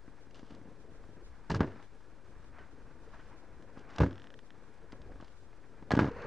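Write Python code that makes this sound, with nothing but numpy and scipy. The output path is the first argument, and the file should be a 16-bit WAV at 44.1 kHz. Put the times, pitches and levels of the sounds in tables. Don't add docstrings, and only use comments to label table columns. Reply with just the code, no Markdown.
import sys
import numpy as np
from scipy import signal
from scipy.fft import rfft, irfft, next_fast_len
from scipy.io import wavfile
from scipy.ndimage import uniform_filter1d, map_coordinates

SR = 44100
rng = np.random.default_rng(int(sys.argv[2]) if len(sys.argv) > 2 else 0)


def bounce(signal):
    frames = np.transpose(np.atleast_2d(signal))
    limited = np.clip(frames, -1, 1)
    pcm = np.round(limited * 32767).astype(np.int16)
    wavfile.write(sys.argv[1], SR, pcm)


N = 276228


def amp(db):
    return 10 ** (np.asarray(db) / 20)


def unit(x):
    return x / np.sqrt(np.mean(x ** 2) + 1e-20)


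def filtered(x, response):
    size = next_fast_len(N + SR // 2)
    hz = np.fft.rfftfreq(size, 1 / SR)
    return irfft(rfft(x, size) * response(hz), size)[..., :N]


def coloured(x, points):
    pitch_hz, density_db = np.transpose(points)

    def curve(hz):
        return amp(np.interp(np.log(hz + 1), np.log(pitch_hz + 1), density_db))

    return filtered(x, curve)


def ringing(x, modes, contact_s):
    def pushed(f):
        body = sum(amp(db) * 1j * f * width / (pitch ** 2 - f ** 2 + 1j * f * width)
                   for pitch, width, db in modes)
        push = 1 / (1 + 2j * np.pi * f * contact_s) ** 3
        radiation = 1j * f / (modes[0][0] / 2 + 1j * f)
        return body * push * radiation

    peak = np.abs(filtered(signal.unit_impulse(N), pushed)).max()
    return filtered(x, pushed) / peak


def wobble(rate_hz):
    knots = rng.standard_normal(int(N * rate_hz / SR) + 4)
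    return map_coordinates(knots, [np.arange(N) * rate_hz / SR])


def grainy(spectrum, grain_db, rate_hz):
    lumps_db = grain_db * wobble(rate_hz) + 0.12 * grain_db * wobble(rate_hz / 6)
    return unit(coloured(amp(lumps_db) * rng.standard_normal(N), spectrum))


def blows(start_s, level_db):
    return np.bincount(np.round(start_s * SR).astype(int), amp(level_db), N)[:N]


def dying(x, t60_s):
    return signal.lfilter([1], [1, -amp(-60 / (t60_s * SR))], x)


def shaken(start_s, level_db, modes, contact_s, chatter_db, t60_s):
    hit = blows(start_s, level_db)
    rebounds = unit(rng.standard_normal(N) * rng.exponential(size=N))
    chatter = amp(chatter_db) * dying(hit, t60_s) * rebounds
    return ringing(hit + chatter, modes, contact_s)


def stroke(rows, rise_s, fall_s):
    t = np.arange(N) / SR
    gain = 0
    for start_s, length_s, level_db in rows:
        rising = (t - start_s) / rise_s
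        falling = (start_s + length_s - t) / fall_s
        gain = gain + amp(level_db) * np.clip(np.minimum(rising, falling) + 1, 0, 1) ** 2
    return gain


# start_s [s], knock_db (hardness) [dB], weight_db [dB]
CONTACT_HITS = [(0.079, -55, -43), (0.271, -68, -47), (0.394, -52, -47), (0.43, -53, -41.5),
                (0.507, -54, -42), (0.521, -55.5, -40.5), (0.542, -56, -44), (0.614, -55, -43.5),
                (0.655, -57, -46), (0.672, -57, -46), (0.686, -56.5, -45), (0.919, -67, -46.5),
                (1.038, -51, -58), (1.091, -66, -42.5), (1.4986, -35, -30), (1.504, -27.5, -27.5),
                (1.517, -42, -26.5), (1.522, -56, -26.5), (1.54, -39, -26), (1.545, -29.5, -29),
                (1.556, -42, -25), (1.565, -42, -30), (1.578, -55, -35), (1.594, -41.5, -28.5),
                (1.606, -21, -13.5), (1.611, -39, -23), (1.617, -47, -26), (1.623, -50, -31),
                (1.631, -34.5, -24), (1.644, -42, -24.5), (1.661, -57, -35), (1.675, -43, -41),
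                (1.701, -62, -47), (1.76, -54, -43), (1.8, -51, -50), (2.006, -54, -59), (2.444, -55, -58),
                (2.585, -47.5, -61), (3.139, -51.5, -50), (3.193, -54, -48.5), (3.773, -47, -39),
                (3.913, -61, -60), (3.933, -49, -56), (3.983, -31.5, -42), (3.992, -49, -29),
                (4.0029, -26.5, -16), (4.007, -27.5, -18), (4.016, -34, -17), (4.021, -33.5, -23),
                (4.033, -28.5, -19.5), (4.043, -47, -18.5), (4.062, -35, -27), (4.084, -54, -37),
                (4.11, -46, -38.5), (4.929, -46, -39), (5.118, -51.5, -42), (5.158, -53, -45),
                (5.201, -47, -44), (5.225, -48, -40.5), (5.529, -52.5, -70), (5.825, -48.5, -39),
                (5.888, -65, -68), (5.9072, -22.5, -29.5), (5.917, -19.5, -26), (5.924, -43, -29.5),
                (5.936, -31.5, -14), (5.951, -27.5, -34), (5.967, -42, -21), (5.974, -28.5, -15.5),
                (5.991, -18.5, -15), (5.997, -24, -22), (6.003, -40, -32), (6.01, -37, -18),
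                (6.019, -34, -16.5), (6.029, -31.5, -21), (6.044, -30.5, -20.5), (6.058, -39.5, -23),
                (6.065, -39, -34.5), (6.074, -39.5, -27), (6.084, -35.5, -27), (6.169, -46, -53),
                (6.219, -50, -51)]


def contacts():
    return np.transpose(CONTACT_HITS)


# pitch_hz [Hz], width_hz [Hz], relative level_db [dB]
SHELL_MODES = [(648, 85, 3), (912, 420, 4.5), (1196, 270, -5), (1460, 175, -2), (1633, 27, 7)]


def boot_shell():
    start_s, knock_db, _ = contacts()
    return shaken(start_s, knock_db, SHELL_MODES, contact_s=0.00007, chatter_db=-17.5, t60_s=0.049)


# start_s [s], level_db [dB]
SNOW_SNAPS = [(0.309, -59), (0.345, -53), (0.357, -54), (0.393, -61), (0.506, -62), (0.549, -55),
              (1.5009, -36.5), (1.516, -41), (1.547, -37.5), (1.556, -46), (1.564, -48), (1.677, -72),
              (1.719, -60), (1.826, -53.5), (2.443, -67), (2.586, -75), (3.139, -74), (3.624, -58.5),
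              (3.891, -60), (3.961, -45), (3.984, -36), (4.075, -63), (4.922, -47.5), (5.018, -55.5),
              (5.211, -54.5), (5.245, -55), (5.28, -56), (5.917, -35), (5.953, -41), (5.968, -43),
              (6.011, -45), (6.064, -63), (6.116, -55), (6.22, -50.5)]
# pitch_hz [Hz], relative density_db [dB per Hz]
CRACK_SPECTRUM = [(1290, 0), (2200, -5), (2530, -7), (2810, -0.5), (3180, -3.5), (4280, -6.5), (5080, -7.5),
                  (6490, -13.5), (9330, -29), (10600, -48), (13800, -59), (22000, -120)]
CRACK_DB = -19.5


def binding_crack():
    start_s, knock_db, _ = contacts()
    hits = blows(start_s, knock_db + CRACK_DB) + blows(*np.transpose(SNOW_SNAPS))
    grit = rng.standard_normal(N)
    burst = grit * dying(hits, t60_s=0.023)
    return coloured(burst, CRACK_SPECTRUM) / np.std(coloured(grit, CRACK_SPECTRUM))


# pitch_hz [Hz], width_hz [Hz], relative level_db [dB]
SKI_MODES = [(215, 63, -1.5), (269, 66, -0.5), (432, 29, -16)]


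def ski_flex():
    start_s, _, weight_db = contacts()
    return shaken(start_s, weight_db, SKI_MODES, contact_s=0.00028, chatter_db=-38, t60_s=0.05)


# from_s [s], level_db [dB]
SNOW_ANSWER = [(0, -9), (1.45, 1.5), (1.6, -5), (1.7, -10), (3.99, 2), (4.04, -10.5), (5.9, -7)]
SNOW_LAG_S = 0.0027


def thumps():
    start_s, _, weight_db = contacts()
    from_s, answer_db = np.transpose(SNOW_ANSWER)
    current = np.searchsorted(from_s, start_s) - 1
    return start_s + SNOW_LAG_S, weight_db + answer_db[current]


# pitch_hz [Hz], width_hz [Hz], relative level_db [dB]
SNOW_MODES = [(69.2, 11, -3.5), (98.7, 7, 1.5), (154.6, 125, 5)]


def snow_thump():
    return -shaken(*thumps(), SNOW_MODES, contact_s=0.0006, chatter_db=-40, t60_s=0.07)


SPRING_TICKS = [4.11, 4.1295, 4.157, 4.1805, 4.1985, 4.2195, 4.2425, 4.2714, 4.3043, 4.3413, 4.3911, 4.5054]
# pitch_hz [Hz], width_hz [Hz], relative level_db [dB]
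SPRING_MODES = [(1800, 450, 0), (3300, 800, 4), (5250, 450, 3)]
FIRST_TICK_DB, TICK_GROWS_DB = -45.5, 0.27


def spring():
    level_db = FIRST_TICK_DB + TICK_GROWS_DB * np.arange(len(SPRING_TICKS))
    return shaken(np.array(SPRING_TICKS), level_db, SPRING_MODES,
                  contact_s=0.00007, chatter_db=-27, t60_s=0.02)


# start_s [s], level_db [dB]
BUCKLE_CLINKS = [(2.59, -48), (3.197, -53)]
# pitch_hz [Hz], width_hz [Hz], relative level_db [dB]
BUCKLE_MODES = [(1520, 9, -1), (1900, 120, -18), (3020, 52, -22)]


def buckle():
    start_s, level_db = np.transpose(BUCKLE_CLINKS)
    return shaken(start_s, level_db, BUCKLE_MODES, contact_s=0.00004, chatter_db=-27, t60_s=0.08)


# pitch_hz [Hz], relative density_db [dB per Hz]
CRUSH_SPECTRUM = [(30, -19), (70, -7.5), (150, -0.5), (300, -1), (500, -7.5), (1000, -32.5), (3000, -120)]
CRUSH_DB, CRUSH_T60_S = -29.5, 0.34


def snow_crush():
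    pressure = amp(CRUSH_DB) * dying(blows(*thumps()), CRUSH_T60_S)
    return pressure * grainy(CRUSH_SPECTRUM, grain_db=1.5, rate_hz=44)


# start_s [s], length_s [s], level_db [dB]
SOLE_DRAGS = [(0.35, 0.028, -64), (0.39, 0.1, -71), (0.5, 0.06, -70.5), (1.505, 0.012, -50.5),
              (1.55, 0.024, -60.5), (1.66, 0.19, -72.5), (2.4, 0.024, -73), (2.588, .03, -75),
              (3.086, 0.19, -73), (3.78, 0.026, -67), (3.898, 0.11, -65), (4.005, 0.035, -61),
              (4.08, 0.18, -73.5), (5.19, 0.13, -73.5), (5.915, 0.014, -50.5), (6, 0.065, -67),
              (6.22, .04, -68)]
SPRAY_DB, SPRAY_T60_S = -32, 0.11
SPRAY_RISE_S = 0.004


def spray_and_drag():
    start_s, knock_db, _ = contacts()
    thrown = dying(blows(start_s + SPRAY_RISE_S / 2, knock_db + SPRAY_DB), SPRAY_T60_S)
    spray = uniform_filter1d(thrown, round(SPRAY_RISE_S * SR))
    drag = stroke(SOLE_DRAGS, rise_s=0.006, fall_s=0.049)
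    return (spray + drag) * grainy(CRACK_SPECTRUM, grain_db=3.0, rate_hz=180)


# start_s [s], length_s [s], level_db [dB]
SKI_SLIDES = [(6.22, .1, -45)]
# pitch_hz [Hz], relative density_db [dB per Hz]
GLIDE_SPECTRUM = [(200, -39), (330, -17), (460, 18.5), (600, 1.5), (900, -16), (1300, -20), (1900, -6),
                  (2300, -17), (2650, -11), (3300, -42), (4450, -19), (5200, -37), (7000, -38),
                  (12000, -84)]


def ski_slide():
    glide = stroke(SKI_SLIDES, rise_s=0.26, fall_s=0.1)
    return glide * grainy(GLIDE_SPECTRUM, grain_db=4.0, rate_hz=160)


# start_s [s], wind_db [dB], creak_db [dB], rustle_db [dB]
QUIET_LAYERS = [(0.0, -61, -63, -68), (0.38, -63, -58.5, -68), (1.01, -61.5, -57.5, -67),
                (1.29, -53, -62, -66.5), (1.51, -62, -61.5, -63), (1.66, -65, -49, -59.5),
                (1.88, -62.5, -62.5, -68.5), (2.47, -56.5, -59, -66), (3.71, -59, -59, -64.5),
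                (4.01, -69, -57.5, -56), (4.37, -67, -60.5, -69.5), (4.74, -63, -62, -65.5),
                (5.09, -52, -55.5, -65.5), (5.3, -61.5, -63, -68.5), (5.63, -60.5, -61.5, -67.5),
                (5.91, -59, -56.5, -67), (6.08, -56, -59, -57.5), (6.26, -57, -48.5, -48)]


def quiet_gain(column):
    table = np.transpose(QUIET_LAYERS)
    return amp(np.interp(np.arange(N) / SR, table[0], table[column]))


# start_s [s], length_s [s], level_db [dB]
CLOTH_RUBS = [(1.7, .14, -71.5), (2.41, 0.028, -75), (2.545, 0.098, -64.5), (3.135, 0.026, -61.5),
              (3.19, 0.032, -72), (3.28, 0.059, -69), (3.89, 0.03, -76)]
# pitch_hz [Hz], relative density_db [dB per Hz]
RUSTLE_SPECTRUM = [(410, -22), (700, -4.5), (949, -1), (1090, -3), (1500, -3.5), (1590, -2.5), (1930, -8),
                   (2070, -10.5), (2380, -11.5), (3260, -27), (5000, -33), (6500, -34), (11000, -120)]


def cloth_rustle():
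    gain = quiet_gain(column=3) + stroke(CLOTH_RUBS, rise_s=0.012, fall_s=0.035)
    return gain * grainy(RUSTLE_SPECTRUM, grain_db=1.5, rate_hz=56)


# pitch_hz [Hz], relative density_db [dB per Hz]
CREAK_SPECTRUM = [(59, -6), (100, 2), (172, -3), (285, -1), (408, -4), (464, -1.5), (709, -12.5),
                  (900, -22), (1170, -60), (1980, -120)]


def snow_creak():
    return quiet_gain(column=2) * grainy(CREAK_SPECTRUM, grain_db=2.5, rate_hz=60)


# pitch_hz [Hz], relative density_db [dB per Hz]
WIND_SPECTRUM = [(8.8, -30), (15, -5), (22, 7.5), (75, -2), (102, -14), (200, -28), (260, -70), (440, -120)]


def wind():
    return quiet_gain(column=1) * grainy(WIND_SPECTRUM, grain_db=2, rate_hz=14)


# pitch_hz [Hz], relative density_db [dB per Hz]
HISS_SPECTRUM = [(1470, -17), (2500, -4), (3300, -2), (5630, -5.5), (9370, -13), (10600, -19), (13800, -35),
                 (22000, -120)]


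def far_hiss():
    return amp(-78.0) * grainy(HISS_SPECTRUM, grain_db=1.0, rate_hz=59)


# pitch_hz [Hz], relative density_db [dB per Hz]
WIDE_SPECTRUM = [(35, -24), (60, -17), (108, -1), (413, -8), (480, -9), (535, -5.5), (1620, -7.5),
                 (3160, -3.5), (7860, -7.5), (10600, -14), (13800, -44), (22000, -120)]


def wide_hiss():
    return amp(-79) * grainy(WIDE_SPECTRUM, grain_db=-5.0, rate_hz=26)


def scene():
    boot = boot_shell() + binding_crack() + ski_flex() + snow_thump()
    details = spring() + buckle()
    friction = snow_crush() + spray_and_drag() + ski_slide()
    background = cloth_rustle() + snow_creak() + wind() + far_hiss()
    mid = boot + details + friction + background
    side = wide_hiss()
    return np.array([mid + side, mid - side])


CHANNEL_OFFSET = [
    [.0041],
    [.0009],
]
TOP_HZ = 15500


def record(dry):
    return filtered(dry, lambda hz: hz < TOP_HZ) + CHANNEL_OFFSET


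dry = scene()
out = record(dry)
bounce(out)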